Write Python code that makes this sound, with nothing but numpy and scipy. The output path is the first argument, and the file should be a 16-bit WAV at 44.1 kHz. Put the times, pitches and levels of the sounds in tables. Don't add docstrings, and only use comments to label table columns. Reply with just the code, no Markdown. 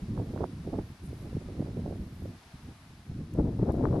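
import sys
import numpy as np
from scipy.fft import rfft, irfft, next_fast_len
from scipy.io import wavfile
from scipy.ndimage import uniform_filter1d, map_coordinates

SR = 44100
rng = np.random.default_rng(int(sys.argv[2]) if len(sys.argv) > 2 else 0)


def wav_out(sig):
    wavfile.write(sys.argv[1], SR, np.round(np.clip(np.atleast_2d(sig).T, -1, 1) * 32767).astype(np.int16))


N = 176400

# time_s, level_db
GUST_LEVELS = [(0.0, -58), (0.03, -34.5), (0.07, -45.5), (0.12, -26.5), (0.14, -35.5), (0.21, -30.5),
               (0.24, -40), (0.42, -35.5), (0.5, -44.5), (0.58, -38.5), (0.63, -44), (0.68, -34.5),
               (0.71, -44.5), (0.77, -34), (0.89, -49.5), (0.91, -40), (0.97, -65), (1.02, -42),
               (1.12, -39), (1.2, -44.5), (1.27, -33), (1.29, -40.5), (1.37, -31.5), (1.4, -45), (1.5, -36),
               (1.54, -44), (1.57, -35), (1.6, -32), (1.73, -43), (1.78, -36), (1.82, -38), (1.93, -39),
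               (1.96, -38), (1.98, -33.5), (2.06, -43), (2.09, -45), (2.27, -37), (2.44, -64), (2.47, -50),
               (2.51, -62.5), (2.55, -43.5), (2.58, -54), (2.7, -43), (2.74, -55.5), (2.97, -50.5),
               (3.05, -55), (3.1, -41), (3.21, -37.5), (3.29, -49), (3.35, -32.5), (3.41, -25),
               (3.44, -26.5), (3.46, -28.5), (3.51, -36), (3.63, -23.5), (3.66, -38), (3.68, -29.5),
               (3.92, -27.5), (3.93, -32.5), (4.0, -34)]
# freq_hz, density_db
RUMBLE_SPECTRUM = [(12, -44), (25, -7), (45, -2), (80, 3), (130, 2), (200, -1.5), (280, -7), (380, -16),
                   (550, -31), (900, -53), (1500, -85)]
def rumble(ref_db=-32.5, growth=0.98, lump_db=4.5, lumps_per_s=70):
    pressure = evened(noise(RUMBLE_SPECTRUM), window_samples=800)
    lumps = flicker(lump_db, lumps_per_s)
    level_db = ref_db + growth * (curve(GUST_LEVELS) - ref_db)
    return unit(pressure * lumps) * amp(level_db)


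# time_s, level_db
FLOW_LEVELS = [(0.0, -48), (0.03, -62.5), (0.2, -37), (0.28, -50), (0.44, -33), (0.47, -51.5),
               (0.62, -61.5), (0.68, -43), (0.72, -50), (0.73, -36), (0.78, -40), (0.79, -31),
               (0.83, -53.5), (0.97, -68.5), (1.14, -49.5), (1.15, -61.5), (1.27, -43), (1.35, -54.5),
               (1.37, -38), (1.39, -67), (1.41, -47), (1.47, -63), (1.49, -38.5), (1.53, -51.5),
               (1.63, -39), (1.64, -55), (1.66, -39.5), (1.76, -55), (1.77, -38.5), (1.85, -51),
               (1.86, -40.5), (2.05, -54), (2.21, -63), (2.22, -41.5), (2.24, -66), (2.25, -47),
               (2.39, -63.5), (2.64, -62.5), (2.71, -54), (2.74, -72.5), (3.17, -60), (3.21, -46),
               (3.24, -67), (3.33, -67), (3.35, -37), (3.36, -45), (3.4, -30), (3.42, -38), (3.52, -40),
               (3.58, -50.5), (3.6, -30.5), (3.61, -44.5), (3.63, -33), (3.65, -37), (3.7, -26),
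               (3.72, -41), (3.85, -30), (3.91, -36), (3.92, -31), (4.0, -32)]
FLOW_REF_DB, CALM_DB = -50.5, -56.5
def flutter(eddies_per_s=170, ref_hz=366, octaves_per_db=-0.0861, gain_db=-4.5, tilt_db_per_octave=-1.5):
    jitter, strength, size, turn = rng.standard_normal((2000, 4)).T
    time_s = (np.arange(len(jitter)) + 0.458 * jitter) / eddies_per_s
    flow_db = np.interp(time_s, *np.transpose(FLOW_LEVELS))
    spread_octaves = 0.31 * np.clip(size, -2, 2)
    pitch_hz = ref_hz * 2 ** (octaves_per_db * (flow_db - FLOW_REF_DB) + spread_octaves)
    level_db = flow_db + gain_db + np.clip(strength, -2, 1.5)
    level_db += tilt_db_per_octave * spread_octaves
    level_db -= np.maximum(CALM_DB - flow_db, 0)
    rows = np.transpose([time_s, level_db, pitch_hz, np.pi * turn])
    return eddies(rows[time_s < N / SR], width_cycles=0.4)


# freq_hz, density_db
CHURN_SPECTRUM = [(100, -12.5), (190, -3.5), (290, 3.5), (400, -2), (520, -7.5), (700, -14), (1000, -30),
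                  (1600, -72.5)]
def churn(growth=1.128, gain_db=-1.5):
    level_db = FLOW_REF_DB + growth * (curve(FLOW_LEVELS) - FLOW_REF_DB)
    roar = evened(noise(CHURN_SPECTRUM), window_samples=450)
    return unit(roar * flicker(depth_db=3.65, knots_per_s=95)) * amp(level_db + gain_db)


# centre_s, level_db, pitch_hz
HARD_EDDIES = [(0.1773, -29.5, 840), (.2, -27.5, 544), (0.3382, -30, 406), (0.3627, -26, 546),
               (.377, -31.5, 980), (.408, -21, 456), (.4413, -17, 700), (.676, -27.5, 412),
               (.735, -30, 446), (0.7409, -23, 500), (.7875, -19.5, 364), (1.131, -30.5, 363),
               (1.268, -27, 181), (1.331, -29.5, 360), (1.37, -23.5, 327), (1.497, -35, 464),
               (1.597, -25, 345), (1.607, -15.5, 188), (1.626, -24, 400), (1.771, -24.5, 306),
               (1.794, -20.5, 200), (1.862, -23, 446), (1.879, -28, 415), (1.911, -25.5, 405),
               (1.926, -27, 434), (1.984, -27, 162), (2.258, -25.5, 370), (2.69, -30.5, 226),
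               (3.1, -30, 143), (3.191, -25, 189), (3.389, -18.5, 380), (3.596, -24.5, 414),
               (3.63, -18.5, 393), (3.696, -21.5, 610), (3.743, -19.5, 410), (3.811, -25, 547),
               (3.8548, -17, 930), (3.9118, -16.5, 133), (3.944, -21, 545)]
def slaps(gain_db=-1):
    rows = [(centre_s, level_db + gain_db, pitch_hz, np.pi)
            for centre_s, level_db, pitch_hz in HARD_EDDIES]
    return eddies(rows, width_cycles=0.27)


# freq_hz, density_db
RASP_SPECTRUM = [(300, -18), (480, 5), (650, 1.5), (850, -1), (1200, -10), (1700, -20), (2300, -33.5),
                 (3500, -63)]
def rasp(growth=1.43, gain_db=-19.5):
    level_db = FLOW_REF_DB + growth * (curve(FLOW_LEVELS) - FLOW_REF_DB)
    bursts = noise(RASP_SPECTRUM) * flicker(depth_db=8.3, knots_per_s=170)
    return unit(bursts) * amp(level_db + gain_db)


# time_s, side (-1 right port, +1 left port)
WIND_SIDE = [(0, -0.99), (2.3, -0.94), (3.2, -0.56), (3.35, 1)]
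def wind(mono_hz=160, split_hz=760):
    pressure = rumble() + churn() + flutter() + rasp() + slaps()
    above_mono = lambda hz: 1 - 1 / (1 + (hz / mono_hz) ** 6)
    upper = filtered(pressure, lambda hz: above_mono(hz) * hz ** 2 / (hz ** 2 + split_hz ** 2))
    side = curve(WIND_SIDE) * upper
    return np.array([pressure + side, pressure - side])


# freq_hz, density_db
HISS_LEFT_SPECTRUM = [(30, -22), (200, -25), (400, -11.5), (650, 11), (1000, 8.5), (1500, 7), (2200, 5),
                      (3000, 0), (4200, 1), (5200, 1), (6000, -1), (7300, -6), (9000, -5), (10150, -1),
                      (11000, -9.5), (12000, -20), (13500, -30)]
# freq_hz, density_db
HISS_RIGHT_SPECTRUM = [(30, -7), (200, -34), (400, -21.5), (650, 8), (1000, 8.5), (1500, 6), (2200, 5.5),
                       (3000, 3), (4000, 2.5), (5000, -1.5), (6000, -8), (7500, -10), (9200, -11.5),
                       (10500, -9.5), (11900, -3.5), (12600, -11), (13500, -23)]
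# freq_hz, correlation
HISS_CORRELATION = [(300, 1), (700, 1), (1200, 0.72), (2000, 0.016), (4000, 0.35), (7000, 0.19), (12000, 0)]
def hiss(left_db=-58.5, right_db=-60.5, fade_db_per_s=0.5):
    angle = lambda hz: np.arccos(np.clip(along(HISS_CORRELATION, hz), -1, 1)) / 2
    white = rng.standard_normal((2, N))
    mid, side = filtered(white, lambda hz: np.array([np.cos(angle(hz)), np.sin(angle(hz))]))
    left = amp(left_db) * coloured(mid + side, HISS_LEFT_SPECTRUM)
    right = amp(right_db) * coloured(mid - side, HISS_RIGHT_SPECTRUM)
    drift_db = 0.6 * wobble(knots_per_s=3.65) - fade_db_per_s * (np.arange(N) - N / 2) / SR
    return amp(drift_db) * np.array([left, right])


# peak_s, rise_s, fall_s, left_db, right_db
GRASS_SWISHES = [(.28, .2, 0.11, -77, -74), (.86, 0.054, .08, -80, -71), (1.05, 0.021, 0.048, -60, -69),
                 (1.2, 0.072, .08, -69, -67), (2.25, 0.36, 0.075, -79, -69.5)]
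# freq_hz, density_db
GRASS_LEFT_SPECTRUM = [(3000, -30), (6500, -13), (8800, -11), (9600, 2), (10600, -2), (11400, -12),
                       (14000, -30)]
# freq_hz, density_db
GRASS_RIGHT_SPECTRUM = [(3000, -17), (6500, -4), (10000, -12), (11200, 5), (12000, 3), (13000, -2),
                        (14500, -15)]
def rustles(grain_db=2.7):
    t, swell = np.arange(N) / SR, np.zeros((2, N))
    for peak_s, rise_s, fall_s, left_db, right_db in GRASS_SWISHES:
        width_s = np.where(t < peak_s, rise_s, fall_s)
        swell += amp([[left_db], [right_db]]) * np.exp(-((t - peak_s) / width_s) ** 2)
    grain = unit(amp(grain_db * wobble(knots_per_s=160)))
    return swell * grain * np.array([noise(GRASS_LEFT_SPECTRUM), noise(GRASS_RIGHT_SPECTRUM)])


# start_s, level_db, t60_s
CONTACTS = [(3.3373, -48, 0.013), (3.394, -58, .008), (3.5645, -52, .009), (3.7206, -43, .012),
            (3.7347, -48, 0.0067), (3.7652, -57, .025)]
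# freq_hz, density_db
TICK_SPECTRUM = [(2000, -23), (5000, -12), (6500, 2), (9000, -5), (11800, 2), (13000, -10), (15000, -13.5)]
def ticks(left_db=-12.5, attack_s=0.0005):
    envelope = np.zeros(N)
    for start_s, level_db, t60_s in CONTACTS:
        age_s = np.maximum(np.arange(N) / SR - start_s, 0)
        attack = 1 - np.exp(-age_s / attack_s)
        envelope += attack * amp(level_db - 60 * age_s / t60_s)
    return envelope * np.array([amp(left_db) * noise(TICK_SPECTRUM), noise(TICK_SPECTRUM)])


def eddies(rows, width_cycles):
    pressure, t = np.zeros(N), np.arange(N) / SR
    for centre_s, level_db, pitch_hz, phase_rad in rows:
        near = slice(*np.searchsorted(t, [centre_s - 4 / pitch_hz, centre_s + 4 / pitch_hz]))
        cycles = (t[near] - centre_s) * pitch_hz
        pulse = np.sin(2 * np.pi * cycles + phase_rad) / np.cosh(cycles / width_cycles)
        pressure[near] += amp(level_db) * pulse
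    return pressure


def amp(db):
    return 10 ** (np.asarray(db) / 20)


def unit(x):
    return x / np.sqrt(np.mean(x ** 2) + 1e-20)


def curve(rows):
    return np.interp(np.arange(N) / SR, *np.transpose(rows))


def along(rows, hz):
    freq_hz, values = np.transpose(rows)
    return np.interp(np.log(hz + 1), np.log(freq_hz), values)


def wobble(knots_per_s):
    knots = rng.standard_normal(int(N * knots_per_s / SR) + 4)
    return map_coordinates(knots, [np.arange(N) * knots_per_s / SR])


def flicker(depth_db, knots_per_s):
    return amp(depth_db * np.tanh(wobble(knots_per_s)))


def filtered(x, response):
    size = next_fast_len(x.shape[-1] + SR // 2)
    return irfft(rfft(x, size) * response(np.fft.rfftfreq(size, 1 / SR)), size)[..., :x.shape[-1]]


def coloured(x, spectrum):
    return unit(filtered(x, lambda hz: amp(along(spectrum, hz))))


def noise(spectrum):
    return coloured(rng.standard_normal(N), spectrum)


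def evened(x, window_samples):
    power = uniform_filter1d(uniform_filter1d(x ** 2, window_samples), window_samples)
    return x / np.sqrt(np.abs(power) + 1e-9)


def scene():
    return wind() + hiss() + rustles() + ticks()


def record(dry):
    return filtered(dry, lambda hz: hz < 14200)


dry = scene()
out = record(dry)
wav_out(out)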